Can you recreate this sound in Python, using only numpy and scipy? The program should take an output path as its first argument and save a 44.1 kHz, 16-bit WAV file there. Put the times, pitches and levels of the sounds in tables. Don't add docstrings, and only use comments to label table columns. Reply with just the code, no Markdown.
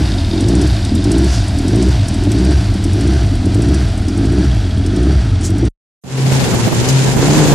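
import sys
import numpy as np
from scipy import signal
from scipy.fft import rfft, irfft
from scipy.io import wavfile
from scipy.ndimage import uniform_filter1d

SR = 44100
rng = np.random.default_rng(int(sys.argv[2]) if len(sys.argv) > 2 else 0)


def volts(x):
    e = np.asarray(x, float) / 20
    return 10 ** e


def output_pcm(signal):
    pcm = np.clip(np.atleast_2d(signal).T, -1, 1) * 32767
    wavfile.write(sys.argv[1], SR, np.round(pcm).astype(np.int16))


N = 332514
T = np.arange(N) / SR
STANDING_END_S, DRIVE_START_S = 5.688, 6.036

# frequency in Hz, level in dB per Hz.
WIND_SPECTRUM = [(25, -38), (45, -2.5), (90, -2.5), (150, 4.5), (390, -8.5), (800, -13.5), (1500, -25),
                 (4000, -38)]
# time in seconds, level in dB.
WIND_LEVEL = [
    (6.03, -41.5),
    (6.33, -21.5),
    (6.93, -24),
    (7.43, -18.5),
    (7.54, -18),
]
# time in seconds, level in dB, left minus right in dB.
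BUFFETS = [(6.276, -20, 7), (6.321, -13, -8), (6.36, -25, 8), (6.426, -26, 9), (6.46, -25, -5),
           (6.542, -7, -6), (6.679, -10, -21), (6.729, -9, -7), (6.787, -29, 5), (6.88, -20, -3),
           (6.962, -23, -2), (7.087, -10.5, -10), (7.169, -14, -22), (7.196, -20, -25), (7.287, -16, 0),
           (7.34, -16, -9), (7.379, -9, -15), (7.486, -19.5, 22), (7.53, -9, -16)]

# frequency in Hz, level near in dB, level far in dB, t60 in seconds.
PUMP_SHELL = [(3330, -9, 0, .035), (3680, 0, -8, .04), (4300, -5, -12, .025), (4910, -1, -10, .025)]
# time in seconds, level in dB.
PUMP_LEVEL = [(0, -25), (.2, -21), (.38, -21), (.45, -27), (1.1, -26), (1.5, -32), (2.1, -28), (2.6, -33),
              (4.3, -34), (4.7, -27), (5.1, -29), (5.7, -38)]
# first stroke, period, delay of the return stroke, all in seconds.
PUMP_TIMING = (.0525, 1 / 15.465, .0205)

# first tick in seconds, last in seconds, peak in dB.
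TICK_RUNS = [(0.406, .69, -17), (.7462, .75, -29), (0.848, 1.25, -19), (1.48, 1.9, -22.5),
             (2.0826, 2.09, -12), (2.1405, 2.52, -23), (2.738, 3.14, -23), (3.262, 3.75, -23.5),
             (3.882, 4.45, -26), (4.56, 4.57, -35), (4.779, 4.782, -26.5), (4.8614, 4.87, -19),
             (4.9611, 5.04, -26), (5.119, 5.13, -38), (5.409, 5.66, -23.5)]
TICK_COAST_DB, TICK_DB_PER_HZ, TICK_LUCK_DB = -5.5, -0.11, 1.96
LOW_RING_DB = -5
# centre in seconds, length in seconds, level in dB, centre frequency in Hz.
AIR_ESCAPES = [
    (5.458, 0.077, -25.5, 6600),
    (1.35, 0.22, -28.5, 5300),
    (6.6, 0.096, -31, 7700),
]

# strength in dB, timing error as a share of a firing.
CYLINDERS = [(1.5, 0.016), (-0.5, 0.057), (0.5, -0.038), (-2, 0.053)]

# slowest moment in seconds, firings per second there in Hz,
# fuel cut in seconds, firings per second there in Hz.
SURGES = [(-.4, 40, .036, 67.1), (.26, 39, .675, 67.7), (.887, 38.6, 1.284, 68.2),
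          (1.535, 37.3, 1.915, 66.5), (2.112, 39.5, 2.547, 69.8), (2.795, 38.8, 3.179, 69),
          (3.385, 37.8, 3.788, 69.9), (3.995, 36.9, 4.473, 68.3), (4.76, 38, 5.151, 70.1),
          (5.409, 41.6, 5.797, 70.4)]
SURGE_BURN = [2.5, 1, -0.5, 0.2, -0.9, -1.4, -0.5, -2.5, -2.5, -2.5]
CLIMB_SHAPE, COAST_SHAPE = 1.88, 1.6
RELIGHT_LEAD_S, RELIGHT_S, CUT_LEAD_S, CUT_OFF_S = 0.062, 0.26, 0.0092, 0.022

# frequency in Hz, width in Hz, level in dB.
SILENCER_MODES = [(213.3, 14, -8.5), (281, 69, 0), (343.4, 106, -4)]
# frequency in Hz, width in Hz, level in dB.
PIPE_MODES = [(90.4, 43, 3.5), (116.2, 48.5, -3)]
# frequency in Hz, width in Hz, level in dB.
TAIL_PIPE_MODE = [(189.3, 40, 0)]
# frequency in Hz, width in Hz, level in dB.
INTAKE_MODES = [(1577, 410, 5.5), (4640, 310, 2.5), (5790, 410, 1.5)]
# frequency in Hz, level in dB per Hz.
CASING_SIDE = [(260, -43), (440, -16.5), (555, -7.5), (679, 1.5), (763, -5.5), (1270, -15.5), (1380, -12),
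               (2230, -13.5), (3340, -12.5), (4800, -11.5), (6310, -20.5), (8080, -21), (11800, -30.5),
               (12800, -43), (14000, -86)]
# frequency in Hz, level in dB per Hz.
CASING_FRONT = [(260, -39.5), (440, 5.5), (480, -24.5), (523, -9), (563, -10), (632, 1), (820, -6.5),
                (1080, -15.5), (1300, -6.5), (1950, -13), (3340, -14.5), (5460, -21), (6790, -25),
                (8810, -25), (14000, -54)]
HALF_ORDERS = [(1.5, .5), (2.5, .6)]
LOPE_DB = [2.5, 2.2, 2.5, .4]
THROB_DB, THROB_DB_PER_HZ, THROB_FUEL_DB = -19.5, 0.2, -2.5
BOOM_DB, BOOM_DB_PER_HZ, BOOM_FUEL_DB = -14, 0.0956, -0.9
BARK_COAST_DB, BARK_FUEL_DB = -25, 10
HISS_DB, HISS_DB_PER_HZ, HISS_LAG_S, HISS_FRONT_DB = -31, 0.1125, 0.028, -4

# time in seconds, firings per second in Hz, throttle in dB, roar in dB,
# load on the frame in dB.
DRIVE = [(6.04, 127.5, -48, -46, 3), (6.13, 131.5, -22, -33.5, 5), (6.23, 133, -12.5, -27.5, 2.5),
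         (6.37, 131.9, -12.5, -22, -4), (6.48, 124.3, -25, -24.5, 4), (6.66, 113.3, -14, -23.5, 0),
         (6.7, 109.5, -35, -27, 0.5), (6.8, 118, -13, -23, 0.5), (6.84, 128, -23, -24.5, 6),
         (6.94, 133.5, -9.5, -22, 0.5), (7.12, 130.9, -18, -23.5, 2.5), (7.17, 128, -26.5, -27, 5.5),
         (7.23, 138.3, -12, -21.5, 8), (7.28, 146.2, -17, -22.5, 5.5), (7.4, 155.3, -10.5, -19, 5.5),
         (7.46, 146.2, -16.5, -20.5, 6), (7.54, 143.9, -9.5, -23, 8.5)]
# frequency in Hz, width in Hz, level in dB.
FRAME_PANELS = [(383, 150, 7.5), (530, 156, -3), (770, 270, -3.5), (1060, 320, -9), (1560, 700, -12.5)]
# frequency in Hz, level in dB per Hz.
RUSH_LEFT = [(530, -27), (900, -6), (1180, -14), (1330, -3), (2010, -1.5), (2320, -0.5), (5310, -3),
             (7230, -18), (8730, -12.5), (11300, -17), (15200, -44)]
# frequency in Hz, level in dB per Hz.
RUSH_RIGHT = [(530, -26), (900, -1.5), (1180, -17), (1330, -8), (2010, -7.5), (2320, -9.5), (5310, -11),
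              (7230, -7.5), (8730, -14), (11300, -18.5), (15200, -36)]
# frequency in Hz, width in Hz, level in dB.
GEAR_MODES = [(6100, 380, -4.5), (7040, 1400, -3)]
# time in seconds, peak in dB, centre frequency in Hz.
FRAME_KNOCK = (6.886, -6, 5600)
SECOND_DB, SECOND_DB_PER_HZ, THIRD_DB = -3.5, 0.2, -9
WHINE_DB, WHINE_DB_PER_S = -10, 4.5


def noise():
    return rng.standard_normal(N)


def evened(x):
    return x / np.sqrt(np.mean(x ** 2) + 1e-20)


def levelled(x, size=6000):
    return x / np.sqrt(abs(uniform_filter1d(x ** 2, size)) + 1e-12)


def curves(rows):
    s, *columns = np.transpose(rows)
    return [np.interp(T, s, column) for column in columns]


def coloured(points):
    hz, db = np.transpose(points)
    f = np.fft.rfftfreq(N, 1 / SR)
    gain = volts(np.interp(np.log(f + 1), np.log(hz), db))
    return evened(irfft(rfft(noise()) * gain, N))


def ring(x, hz, width):
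    turn = np.exp(2j * np.pi * np.cumsum(hz * np.ones(len(x))) / SR)
    pole = np.exp(-np.pi * width / SR)
    smooth = signal.lfilter([(1 - pole) ** 2], [1, -2 * pole, pole ** 2], x * turn.conj())
    return 2 * (turn * smooth).real


def modes(x, table, stretch=1):
    out = 0
    for k, (hz, width, db) in enumerate(table):
        out = out + (-1) ** k * volts(db) * ring(x, hz * stretch, width)
    return out


def burst(s, db, hz, width, decay_s):
    t = T[:1300]
    grit = ring(rng.standard_normal(1300), min(hz, 14000), width)
    grit = grit * np.exp(-t / decay_s) * np.minimum(t / 0.0018, 1)
    return round(s * SR), volts(db) * grit / abs(grit).max()


def add(mix, at, sound):
    part = mix[at:at + len(sound)]
    part += sound[:len(part)]


def wind():
    lumps = np.array([evened(uniform_filter1d(noise(), 900)) for _ in range(2)])
    level = volts(curves(WIND_LEVEL)[0] + 4.5 + 2.0 * lumps)
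    for s, db, pan_db in BUFFETS:
        port_db = db - 6.5 + np.array([[0.5], [-0.5]]) * pan_db
        level = level + volts(port_db) * np.exp(-((T - s) / 0.0074) ** 2)
    own = np.array([coloured(WIND_SPECTRUM) for _ in range(2)])
    return level * (own + 0.47 * coloured(WIND_SPECTRUM))


def pump():
    first, period, back = PUMP_TIMING
    at = first + period * np.arange(88) + 0.0008 * rng.standard_normal(88)
    stroke_db = 1.8 * rng.standard_normal((88, 2)) - [0, 4]
    hits = np.bincount((np.r_[at, at + back] * SR).astype(int), volts(stroke_db).T.ravel(), N)
    t = T[:2000]
    far = np.clip((T - 1.5) / 1.65, 0, 1)
    out = 0
    for hz, near_db, far_db, t60 in PUMP_SHELL:
        shell = volts(-60 * t / t60) * np.minimum(t / 0.0008, 1) * np.sin(2 * np.pi * hz * t)
        out = out + volts(near_db + far * (far_db - near_db)) * signal.oaconvolve(hits, shell)[:N]
    return volts(curves(PUMP_LEVEL)[0]) * out


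def valves(hz, fuel):
    cycles = np.cumsum(hz) / SR / len(CYLINDERS)
    out = np.zeros(N)
    for first_s, last_s, run_db in TICK_RUNS:
        start, end = np.interp([first_s, last_s], T, cycles)
        ticks_s = np.interp(np.arange(start, end + 1e-6), cycles, T)
        luck = rng.standard_normal((10, 2))
        for s, (high, low) in zip(ticks_s, luck):
            coast_db = TICK_COAST_DB * (1 - np.interp(s, T, fuel))
            speed_db = TICK_DB_PER_HZ * (np.interp(s, T, hz) - 55)
            db = run_db + coast_db + speed_db + TICK_LUCK_DB * high
            low_db = db + LOW_RING_DB + TICK_LUCK_DB * low
            add(out, *burst(s, db + 0.5, 8380, width=3050, decay_s=0.0059))
            add(out, *burst(s, low_db, 5400, width=1500, decay_s=0.0098))
    for s, length, db, centre_hz in AIR_ESCAPES:
        swell = np.exp(-((T - s) / length * 3) ** 2)
        out += volts(db) * swell * evened(ring(noise(), centre_hz, 4200))
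    return out


def firings(turns, uneven_db, jitter):
    count = int(turns[-1])
    luck = rng.standard_normal((1200, 2))[:count]
    db, late = np.array(CYLINDERS)[np.arange(count) % 4].T
    at = np.interp(np.arange(count) + 0.5 + late + jitter * luck[:, 0], turns, np.arange(N))
    return np.bincount(at.astype(int), volts(db + uneven_db * luck[:, 1]), N)


def hunting():
    slow_s, slow_hz, cut_s, cut_hz = np.transpose(SURGES)
    s = np.c_[slow_s, cut_s].ravel()
    knots = np.c_[slow_hz, cut_hz].ravel()
    place = np.interp(T, s, np.arange(len(s)) * (1 - 1e-9))
    k = place.astype(int)
    u = place - k
    coast = 1 - (1 - u) ** COAST_SHAPE
    climb = np.sin(np.pi / 2 * u) ** CLIMB_SHAPE
    hz = knots[k] + (knots[k + 1] - knots[k]) * np.where(k % 2, coast, climb)
    surge = np.minimum(np.searchsorted(cut_s - CUT_LEAD_S, T), len(SURGES) - 1)
    fuel = np.clip((T - slow_s[surge] + RELIGHT_LEAD_S) / RELIGHT_S, 0, 1)
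    burn_db = np.array(SURGE_BURN)[surge]
    fuel, burn_db = uniform_filter1d([fuel, burn_db], round(CUT_OFF_S * SR) + 1)
    return hz, fuel, burn_db


def lope(db):
    return db * evened(uniform_filter1d(uniform_filter1d(noise(), size=1500), size=1500))


def exhaust(hz, fuel, burn_db, front, pulses, turns):
    throb_db = THROB_DB + THROB_DB_PER_HZ * (hz - 55) + THROB_FUEL_DB * fuel + lope(LOPE_DB[0])
    boom_db = BOOM_DB + BOOM_DB_PER_HZ * (hz - 55) + BOOM_FUEL_DB * fuel + lope(LOPE_DB[1])
    bark_db = BARK_COAST_DB + BARK_FUEL_DB * fuel + burn_db + lope(LOPE_DB[2]) * (1 - 0.4 * fuel)
    rasp = noise() * volts(-33.0 - 0.44 * (bark_db + 15.5))

    stumble = volts(-9 - 0.4 * (hz - 45)) * evened(ring(noise(), hz, 16))
    throb = levelled(np.sin(2 * np.pi * turns) + stumble)

    half_orders = sum(share * np.sin(2 * np.pi * k * turns) for k, share in HALF_ORDERS)
    between = ring(half_orders, 97.5, 70)
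    pipe = levelled(modes(pulses + 0.5 * rasp, PIPE_MODES))
    boom = levelled(pipe + 1.03 * np.sin(4 * np.pi * turns + 0.83) + between)

    hot = (hz / 55) ** 0.22
    bark = levelled(modes(pulses + rasp, SILENCER_MODES, stretch=hot))

    tail_db = -22.5 + 0.65 * (bark_db + 20.0) + 0.13 * (hz - 60.5) + 0.3 * front
    tail = evened(modes(pulses + rasp, TAIL_PIPE_MODE))
    return volts(throb_db) * throb + volts(boom_db) * boom + volts(bark_db) * bark + volts(tail_db) * tail


def casing_hiss(hz, front, pulses):
    late_hz = np.interp(T - HISS_LAG_S, T, hz)
    hiss_db = HISS_DB + HISS_DB_PER_HZ * (late_hz - 55) + HISS_FRONT_DB * front + lope(LOPE_DB[3])
    puffs = signal.lfilter([1], [1, -np.exp(-1 / (0.018 * SR))], pulses)
    casing = np.sqrt(1 - front) * coloured(CASING_SIDE) + np.sqrt(front) * coloured(CASING_FRONT)
    intake_db = -7.5 + 0.25 * (hz - 69.5) + 0.49 * front
    intake = volts(intake_db) * evened(modes(noise(), INTAKE_MODES))
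    return volts(hiss_db + 2.5) * (casing + intake) * evened(11.0 + puffs)


def idle(hz, fuel, burn_db):
    turns = np.cumsum(hz) / SR
    front = np.clip((T - 1.5) / 5.6, 0, 1)
    pulses = firings(turns, uneven_db=1.5, jitter=0.025)
    return exhaust(hz, fuel, burn_db, front, pulses, turns) + casing_hiss(hz, front, pulses)


def drive():
    hz, first_db, rush_db, load_db = curves(DRIVE)
    body_db = rush_db + load_db
    second_db = body_db + SECOND_DB + SECOND_DB_PER_HZ * (hz - 130)
    whine_db = rush_db + WHINE_DB + WHINE_DB_PER_S * (T - DRIVE_START_S)
    turns = np.cumsum(hz) / SR

    orders = volts(first_db) * np.sin(2 * np.pi * turns)
    orders = orders + volts(second_db) * np.sin(4 * np.pi * turns + 0.12)
    orders = orders + volts(body_db + THIRD_DB) * np.sin(6 * np.pi * turns)
    orders = np.sqrt(2) * orders * volts([[0.8], [-0.8]])

    shared = firings(turns, uneven_db=-1.5, jitter=0.015) + volts(-29.5) * noise()
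    panels = np.array([levelled(modes(shared + volts(-39.5) * noise(), FRAME_PANELS)) for _ in range(2)])

    flicker = np.array([evened(uniform_filter1d(noise(), 700)) for _ in range(2)])
    beat = (1 + 0.099 * np.cos(2 * np.pi * turns)) * volts(1.75 * flicker)
    rush = volts(rush_db) * np.array([coloured(RUSH_LEFT) * volts(0.5), coloured(RUSH_RIGHT) * volts(1.0)])
    gears = np.array([evened(modes(noise(), GEAR_MODES)) for _ in range(2)])
    whine = volts(whine_db + [[-5], [0.2]]) * gears

    out = orders + volts(body_db - 2.0) * panels + beat * (rush + whine)
    s, db, centre_hz = FRAME_KNOCK
    for port in out:
        add(port, *burst(s, db, centre_hz, width=4500, decay_s=0.012))
    return out


def scene():
    hz, fuel, burn_db = hunting()
    engine = idle(hz, fuel, burn_db) + valves(hz, fuel) + pump()
    standing = -0.96 * np.tanh(engine / 0.91) * np.clip((STANDING_END_S - T) / 0.0097, 0, 1)
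    narrow = signal.butter(10, 12300, fs=SR, output="sos")
    standing = signal.sosfilt(narrow, standing)
    moving = (drive() + wind()) * np.clip((T - DRIVE_START_S) / 0.0033, 0, 1)
    return standing + moving


def coarse_treble(x, step_db, from_hz, db_per_khz):
    hz, t, z = signal.stft(x, SR, nperseg=2048, noverlap=1024, window="cosine")
    jumps = rng.standard_normal((len(t), 43)).T[np.arange(len(hz)) // 24]
    size = abs(z) + 1e-12
    power = (size[:, 250:420] ** 2).mean(1, keepdims=True)
    treble = np.sqrt(abs(uniform_filter1d(power, 5)))
    finer_db = db_per_khz * np.minimum(hz[:, None] - from_hz, 0) / 1000
    step = treble * volts(step_db + finer_db + 4.5 * jumps) + 1e-9
    snapped = z * np.round(size / step) * step / size
    return signal.istft(snapped, SR, nperseg=2048, noverlap=1024, window="cosine")[1][:, :N]


def top_cut(x):
    return signal.sosfilt(signal.butter(12, 15381, fs=SR, output="sos"), x)


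def record(dry):
    heard = signal.sosfilt(signal.butter(3, 31, "high", fs=SR, output="sos"), dry)
    heard = signal.oaconvolve(heard, signal.firwin(301, 15400, fs=SR)[None], "same")
    heard = np.clip(1.145 * np.tanh(heard / 1.11), -1, 1)
    heard = coarse_treble(heard, step_db=-5, from_hz=9900, db_per_khz=2.5)
    return top_cut(heard)


dry = scene()
out = record(dry)
output_pcm(out)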